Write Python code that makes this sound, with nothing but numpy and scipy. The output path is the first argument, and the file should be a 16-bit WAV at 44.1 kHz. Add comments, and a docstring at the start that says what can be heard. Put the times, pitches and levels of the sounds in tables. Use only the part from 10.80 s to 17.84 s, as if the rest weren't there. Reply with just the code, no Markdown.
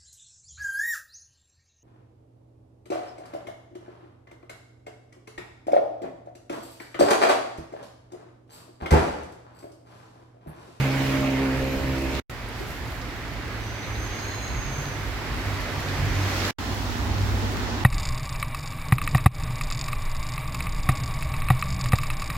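"""A walk through a wet town

Three short scenes with brief silences between them. At a junction a motorbike's exhaust drones and
rattles over the traffic. Along an avenue shoes tick on grit, a wet brake disc squeals and a car draws
near on hissing tyres. From a stairway between walls the traffic drones. Water spatters throughout."""
import sys
import numpy as np
from scipy import signal
from scipy.fft import rfft, irfft, next_fast_len
from scipy.io import wavfile
from scipy.ndimage import uniform_filter1d, map_coordinates

SR = 44100
rng = np.random.default_rng(int(sys.argv[2]) if len(sys.argv) > 2 else 0)


def to_wav(sig):
    """Store sig (one row per channel, or 1-D mono) as 16-bit WAV at the path in sys.argv[1].

    Samples outside -1..1 are clipped; the rate is SR.
    """
    pcm = np.clip(np.atleast_2d(sig), -1, 1) * 32767
    pcm = np.round(pcm).astype(np.int16)
    wavfile.write(sys.argv[1], SR, pcm.T)  # frames by channels


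N = 310464

# when each place is heard: (start [s], end [s])
JUNCTION_SPAN, AVENUE_SPAN, STAIRS_SPAN = (-.01, 1.401), (1.4955, 5.7105), (5.784, 7.1)
TOP_HZ = 15870


def amp(db):
    """Decibels to gain."""
    return 10 ** (np.asarray(db) / 20)


def unit(x):
    """Scale to rms 1."""
    return x / np.sqrt(np.mean(x ** 2) + 1e-20)


def along(points, hz):
    """Read (frequency, value) points on a log frequency axis."""
    knots_hz, values = np.transpose(points)
    return np.interp(np.log(hz + 1), np.log(knots_hz + 1), values)


def curves(rows):
    """One automation curve for each column after the time."""
    times, *columns = np.transpose(rows)
    return [np.interp(np.arange(N) / SR, times, column) for column in columns]


def during(start, end):
    """A gate open between two times; it shuts abruptly, with a faint short tail."""
    t = np.arange(N) / SR
    gate = np.clip(np.minimum(t - start, end - t) / .002, 0, 1)
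    tail = .12 * np.clip(1 - np.abs(t - end) / .023, 0, 1)
    return np.maximum(gate, tail)


def wobble(rate):
    """A smooth random curve, rate knots a second."""
    knots = rng.standard_normal(int(N * rate / SR) + 4)
    return map_coordinates(knots, [np.arange(N) * rate / SR], mode="nearest")


def filtered(x, response):
    """Shape x with a frequency response."""
    size = next_fast_len(N + SR // 4)
    return irfft(rfft(x, size) * response(np.fft.rfftfreq(size, 1 / SR)), size)[..., :N]


def passing(nearest_s, passing_s):
    """Least distance over present distance of something that goes by in a straight line."""
    return 1 / np.hypot(1, (np.arange(N) / SR - nearest_s) / passing_s)


def swell(peak_s, half_s, db):
    """A gain that peaks at db and is halved half_s to either side."""
    return amp(db) * passing(peak_s, half_s) ** 2


def flow(bed, cars, swells, scuffs=()):
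    """Gains of rumble, roar, hiss and spray: the distant bed, swells, scuffs and cars going by."""
    falloff = np.array([1, 1.5, 1.56])[:, None]  # roar, hiss and spray fall as distance to these powers
    power = np.outer(amp(bed) ** 2, np.ones(N))
    power[0] += sum(swell(*row) ** 2 for row in swells)
    power[-1] += sum(swell(*row) ** 2 for row in scuffs)
    for nearest_s, passing_s, *levels in cars:
        power[1:] += (amp(levels)[:, None] * passing(nearest_s, passing_s) ** falloff) ** 2
    return np.sqrt(power)


def patchy_noise(patchy_db):
    """Two unrelated noises, mottled by patches of gain in time and frequency."""
    spectra = signal.stft(rng.standard_normal((2, N)), nperseg=512)[2]
    patches = uniform_filter1d(rng.standard_normal(spectra.shape[1:]), size=5, axis=0)
    patches = uniform_filter1d(patches, size=12, axis=1)
    return signal.istft(spectra * amp(patchy_db * unit(patches)), nperseg=512)[1][:, :N]


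def droplets(rate, spread_db):
    """Water spatters in tiny impacts of very uneven size."""
    hits = (rng.random((2, N)) < rate / SR) * rng.standard_normal((2, N))
    sizes = amp(spread_db * np.minimum(rng.exponential(size=(2, N)), 4))
    return unit(hits * sizes)


def traffic(gains, colour, coherence, waver_db, patchy_db, drops_db):
    """Rumble, tread roar, wet hiss and spray of many cars; droplets pepper the two upper bands."""
    size = next_fast_len(N + SR // 4)
    hz = np.fft.rfftfreq(size, 1 / SR)
    width = np.arccos(np.clip(along(coherence, hz), -1, 1)) / 2
    low_cut = hz ** 2 / (hz ** 2 + 20 ** 2)
    shape = amp(along(colour, hz)) * np.array([np.cos(width), np.sin(width)]) * low_cut
    below = [1 / (1 + (hz / edge_hz) ** 10) for edge_hz in (1, 180, 2800, 8000, 30000)]
    out = np.zeros((2, N))
    for k, (gain, depth_db) in enumerate(zip(gains, waver_db)):
        source = patchy_noise(patchy_db)
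        if k >= 2:
            source += amp(drops_db) * droplets(rate=450, spread_db=5.0)
        band = np.sqrt(np.abs(below[k + 1] - below[k]))
        mid, side = rfft(source, size) * shape * band
        pair = irfft(np.array([mid + side, mid - side]), size)[:, :N]
        out += pair / np.std(pair.mean(axis=0)) * gain * amp(depth_db * wobble(9))
    return out


def motorbike(fade_db, rough, clatter_db, wet):
    """A bike rolls past, easing off: exhaust orders on one unsteady shaft, and a pulsing rattle."""
    # the two strongest exhaust orders: (time [s], second order [dB], fourth order [dB])
    main_orders = [(0.0, -21, -41), (0.1, -26.5, -30), (0.716, -34, -25), (0.788, -28.5, -33.5),
                   (0.948, -38, -32), (1.01, -43, -41), (1.086, -27, -32), (1.184, -37, -33),
                   (1.39, -46, -38.5)]
    # single orders ring out: (order, time [s], half length [s], level [dB])
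    order_swells = [(6, 0.64, 0.063, -35.5), (8, .84, 0.16, -36.5), (5, 1.22, .08, -35)]
    # exhaust overtones: (order, relative level [dB])
    exhaust = [(3, 0.5), (5, -6), (6, -3.5), (7, 0.5), (8, -6), (9, -3.5), (10, -8), (11, -9.5), (12, -8),
               (13, -9.5), (14, -5.5), (15, -25), (16, -10)]
    t = np.arange(N) / SR
    second_db, fourth_db = curves(main_orders)
    near = amp(-39.5) * passing(nearest_s=0.21, passing_s=0.9)
    shaft_hz = (67.28 - 0.806 * t) * (1 + .005 * wobble(25))
    phase = 2 * np.pi * np.cumsum(shaft_hz) / SR
    tone = lambda order: np.sqrt(2) * np.sin(order * phase + rng.uniform(0, 2 * np.pi))
    boom_db = -43.5 + 9.5 * np.minimum(t, JUNCTION_SPAN[1])  # the lowest boom grows behind the bike
    boom = amp(boom_db) * tone(1) + amp(second_db) * tone(2)
    drone = amp(fourth_db) * tone(4) + sum(swell(*row) * tone(k) for k, *row in order_swells)
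    # wall reflections make each overtone swell and fade on its own
    overtones = near * sum(amp(db + fade_db * wobble(7.3)) * tone(k) for k, db in exhaust)
    firing = 1 + rough * wobble(60)  # no two firings are equally strong
    rattle = filtered(rng.standard_normal((2, N)), lambda hz: 1 / (1 + ((hz - 2100) / 700) ** 2))
    rattle = unit(rattle * (1 + np.cos(phase))) * near * amp(clatter_db)
    return boom + firing * drone + street_echo(firing * overtones, wet) + rattle


def street_echo(x, wet):
    """House fronts scatter a sound differently to each ear."""
    # decay between the house fronts: (frequency [Hz], t60 [s])
    facades = [(100, 0.99), (2000, 0.38), (6000, 0.6), (14000, .25)]
    hz, t, spectra = signal.stft(rng.standard_normal((2, SR * 3 // 4)), SR, nperseg=256)
    decay = amp(-60 * t / along(facades, hz)[:, None])
    tail = signal.istft(spectra * decay, SR, nperseg=256)[1]
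    echo = signal.fftconvolve(x[None], tail, axes=1)[:, :N]
    return np.sqrt(1 - wet) * x + np.sqrt(wet) * unit(echo) * np.std(x)


def brake(hz, gain, jitter, chatter_db, octave_db, wet):
    """A wet disc sings in one mode; the pad grips and slips, shaking its pitch and strength."""
    phase = 2 * np.pi * np.cumsum(hz * (1 + jitter * wobble(420) + 0.0041 * wobble(40))) / SR
    octave = amp(octave_db) * np.sin(2 * phase) * (2 * hz < TOP_HZ)
    chatter = amp(chatter_db * np.tanh(wobble(110)))
    squeal = unit((np.sin(phase) + octave) * chatter)
    return street_echo(squeal * gain, wet)


def junction():
    """A motorbike and one thin brake squeal over the traffic."""
    # distant traffic: (rumble [dB], roar [dB], hiss [dB], spray [dB])
    bed = (-38.5, -35.5, -45, -53)
    # pass-bys: (nearest at [s], passing time [s], roar [dB], hiss [dB], spray [dB])
    cars = [(0, 0.18, -34.5, -42.5, -54), (.33, 0.17, -34.5, -43.5, -48), (1.37, 0.056, -44, -42, -53)]
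    # rumble swells: (time [s], half length [s], level [dB])
    swells = [(1.1, .35, -41)]
    # traffic EQ: (frequency [Hz], relative level [dB])
    colour = [(24, -6), (45, 2.5), (95, -5), (180, -6), (310, -3.5), (620, -11.5), (1500, -12),
              (2300, -10.5), (3300, -17.5), (4800, -19.5), (7400, -28.5), (9000, -38), (12400, -34.5),
              (15700, -38)]
    # stereo image: (frequency [Hz], left-right coherence)
    coherence = [(60, .78), (150, .88), (380, .62), (950, .55), (2400, .35), (6000, -.05), (15000, -.03)]
    # brake squeal: (time [s], pitch [Hz], level [dB])
    thin_squeal = [(.855, 12000, -55), (.89, 12500, -51), (.98, 12350, -60), (1.15, 12000, -58)]
    road = traffic(flow(bed, cars, swells), colour, coherence,
                   waver_db=[1.2, 0.53, 0.32, 1.2], patchy_db=1.8, drops_db=-11.0)
    hz, db = curves(thin_squeal)
    gain = amp(db) * during(thin_squeal[0][0], thin_squeal[-1][0])
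    squeal = brake(hz, gain, jitter=.014, chatter_db=1.0, octave_db=-30, wet=.6)
    return road + squeal + motorbike(fade_db=2, rough=0.26, clatter_db=-2.5, wet=0.35)


def driving(speed, booms, steady_db):
    """Pitch and gain of an engine that drifts in speed and booms under load."""
    at_s, hz, sag_hz_per_s = speed
    power = amp(steady_db) ** 2 + sum(swell(*row) ** 2 for row in booms)
    return hz - sag_hz_per_s * (np.arange(N) / SR - at_s), np.sqrt(power)


def car_engine(hz, gain, waver_db, overtone_db, rough):
    """The firing note of a car, uneven in strength, with weak overtones."""
    phase = 2 * np.pi * np.cumsum(hz * (1 + 0.0078 * wobble(18))) / SR
    overtones = sum(np.sin(k * phase + wobble(8)) for k in (2, 3, 4))
    note = np.sin(phase) + amp(overtone_db) * overtones
    return np.sqrt(2) * note * gain * amp(waver_db * wobble(7)) * (1 + rough * wobble(30))


def shoe_ticks():
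    """Shoes knock, scuff and snap on wet grit."""
    # noise bursts underfoot: (time [s], band centre [Hz], level [dB], t60 [s])
    ticks = [(1.687, 10400, -44, .04), (1.805, 347, -32, 0.23), (1.88, 12500, -52, 0.56),
             (2.215, 4900, -40.5, 0.067), (3.03, 4005, -42, 0.27), (3.15, 3900, -44, .2),
             (3.385, 4610, -42, .2), (4.81, 12000, -45, 0.069)]
    out = np.zeros((2, N))
    for start_s, hz, db, t60 in ticks:
        age = np.arange(N) / SR - start_s
        snap = filtered(rng.standard_normal((2, N)), lambda f: 1 / (1 + ((f - hz) / (0.13 * hz)) ** 2))
        out += unit(snap) * (age >= 0) * amp(db - 60 * np.abs(age) / t60)
    return out


def braking():
    """One press of the pedal: the squeal climbs, jumps up while the pad grips hardest, and sinks."""
    # force on the pad: (time [s], pressure [0-1])
    pedal = [(2.81, .1), (2.93, .4), (3.13, .45), (3.36, .92), (3.7, 1), (4.04, .8), (4.13, .05), (4.22, 0)]
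    grip_start_s, grip_end_s = 3.39, 3.77
    pressure, = curves(pedal)
    hz = 5990 + 410 * pressure + 140 * during(grip_start_s, grip_end_s)
    gain = amp(-55.5 + 12.5 * pressure) * during(pedal[0][0], pedal[-1][0])
    high = brake(hz, gain, jitter=.0125, chatter_db=4.0, octave_db=-20, wet=0.74)
    # a lower disc mode sings only in the hardest grip
    progress = np.clip((np.arange(N) / SR - grip_start_s) / (grip_end_s - grip_start_s), 0, 1)
    low_gain = amp(-48.5) * np.sqrt(np.sin(np.pi * progress))
    low = brake(hz=4135, gain=low_gain, jitter=0.0111, chatter_db=6, octave_db=-23, wet=0.34)
    return high + low


def sizzle(centre_hz, half_width_hz):
    """A close tyre throws up standing water in a bright band of noise."""
    # the tyre's pass: (nearest at [s], passing time [s], level [dB])
    tyre_pass = (5.7, 0.58, -43)
    band = lambda hz: 1 / (1 + ((hz - centre_hz) / half_width_hz) ** 4)
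    water = filtered(patchy_noise(patchy_db=2.5), band)
    return unit(water) * swell(*tyre_pass)


def avenue():
    """Shoes tick, a brake squeals across the road, then a car comes up through the wet."""
    # distant traffic: (rumble [dB], roar [dB], hiss [dB], spray [dB])
    bed = (-38, -46, -50.5, -63.5)
    # pass-bys: (nearest at [s], passing time [s], roar [dB], hiss [dB], spray [dB])
    cars = [(1.95, 0.45, -43, -56, -58.5), (3.3, 0.85, -39, -49.5, -58), (5.2, 1, -34.5, -44.5, -51.5),
            (5.66, 0.22, -32, -37.5, -44.5)]
    # rumble swells: (time [s], half length [s], level [dB])
    swells = [(1.75, 0.046, -47), (2.475, 0.18, -38), (3.21, 0.11, -32.5), (3.777, 0.14, -31.5),
              (4.6, 0.47, -34), (5.26, .08, -27)]
    # soft, airy scuffs on wet pavement: (time [s], half length [s], level [dB])
    scuffs = [(1.5, 0.017, -52), (1.795, .04, -55), (1.913, .07, -55), (2.122, 0.13, -57), (3.23, .07, -55),
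              (4.7, .05, -61)]
    # traffic EQ: (frequency [Hz], relative level [dB])
    colour = [(24, -22), (46, 7.5), (125, -5), (190, -14), (260, -10.5), (480, -17), (1650, -18),
              (2050, -17.5), (2750, -23), (4700, -26.5), (7700, -37.5), (8800, -46), (12200, -42.5),
              (15700, -46.5)]
    # stereo image: (frequency [Hz], left-right coherence)
    coherence = [(60, .86), (150, .92), (380, .83), (950, .58), (2400, .24), (6000, 0), (15000, 0)]
    # the near engine slows: (time [s], firing rate then [Hz], sag [Hz/s])
    speed = (4.75, 99.4, 5.5)
    # it booms under load: (time [s], half length [s], level [dB])
    booms = [(3.3, 0.39, -37.5), (4.254, 0.14, -36), (4.7, 0.082, -33), (5.43, .2, -25)]
    # an engine further off revs and eases: (time [s], firing rate [Hz], level [dB])
    far_revs = [(3.6, 133.3, -66), (3.95, 138.4, -35.5), (4.45, 144.6, -54), (4.8, 147.8, -43),
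                (5.23, 140.8, -37.5), (5.7, 134.2, -47)]
    road = traffic(flow(bed, cars, swells, scuffs), colour, coherence,
                   waver_db=[1, 0.28, 0.69, 0.68], patchy_db=0.67, drops_db=-10.5)
    near = car_engine(*driving(speed, booms, steady_db=-44.5), waver_db=1.5, overtone_db=-19, rough=0.3)
    hz, db = curves(far_revs)
    far = car_engine(hz, amp(db), waver_db=-1.0, overtone_db=-25, rough=0.56)
    return road + near + far + sizzle(centre_hz=5640, half_width_hz=1300) + braking() + shoe_ticks()


def stairs():
    """Traffic and one engine drone up between the walls."""
    # distant traffic: (rumble [dB], roar [dB], hiss [dB], spray [dB])
    bed = (-34.5, -34, -43, -54.5)
    # pass-bys: (nearest at [s], passing time [s], roar [dB], hiss [dB], spray [dB])
    cars = [(6.0, 0.31, -48, -50, -50.5), (6.65, 0.32, -38, -55, -53.5)]
    # rumble swells: (time [s], half length [s], level [dB])
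    swells = [(6.45, 0.34, -28.5)]
    # traffic EQ: (frequency [Hz], relative level [dB])
    colour = [(24, -20), (56, 6), (125, -8.5), (175, -15.5), (228, -6), (490, -19), (860, -15.5),
              (1250, -19.5), (1900, -21), (2900, -29.5), (4500, -32), (7300, -39), (8700, -47.5),
              (15700, -45)]
    # stereo image: (frequency [Hz], left-right coherence)
    coherence = [(60, .68), (150, .85), (380, .8), (950, .36), (2400, .07), (6000, -.04), (15000, -.03)]
    # the engine creeps up in speed: (time [s], firing rate then [Hz], sag [Hz/s])
    speed = (6.4, 99, -1.42)
    # it booms under load: (time [s], half length [s], level [dB])
    booms = [(6.46, 0.17, -25.5)]
    road = traffic(flow(bed, cars, swells), colour, coherence,
                   waver_db=[1, .35, .55, .9], patchy_db=0.7, drops_db=-11)
    car = car_engine(*driving(speed, booms, steady_db=-36), waver_db=0.5, overtone_db=-24, rough=0.19)
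    return from_right(road + car, lag_samples=3.5)


def from_right(x, lag_samples):
    """Sound from the right reaches the left microphone later."""
    return filtered(x, lambda hz: np.exp(1j * np.pi * hz / SR * lag_samples * np.array([[-1], [1]])))


def scene():
    """The three places, one after another."""
    return (junction() * during(*JUNCTION_SPAN)
            + avenue() * during(*AVENUE_SPAN)
            + stairs() * during(*STAIRS_SPAN))


def record(dry):
    """Each microphone port adds its own colour; a steep high cut takes off the very top."""
    # tone difference between the ports: (frequency [Hz], left minus right [dB])
    balance = [(40, -4), (90, -1.7), (200, -1.4), (420, -2.3), (570, .2), (760, -1.6), (1300, -2.2),
               (2100, -5.3), (3900, -.8), (6000, -1.8), (9300, 5.5), (11600, 1), (14500, -2.5)]
    # phase difference between the ports: (frequency [Hz], left lead [rad])
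    lead = [(45, .5), (110, .14), (250, .03), (1400, -.1), (2300, 1.1), (4000, .3)]
    half = np.array([[.5], [-.5]])
    ports = filtered(dry, lambda hz: amp(half * along(balance, hz)) * np.exp(1j * half * along(lead, hz)))
    return filtered(ports, lambda hz: np.clip((TOP_HZ - hz) / 100 + .5, 0, 1))


dry = scene()
out = record(dry)
to_wav(out)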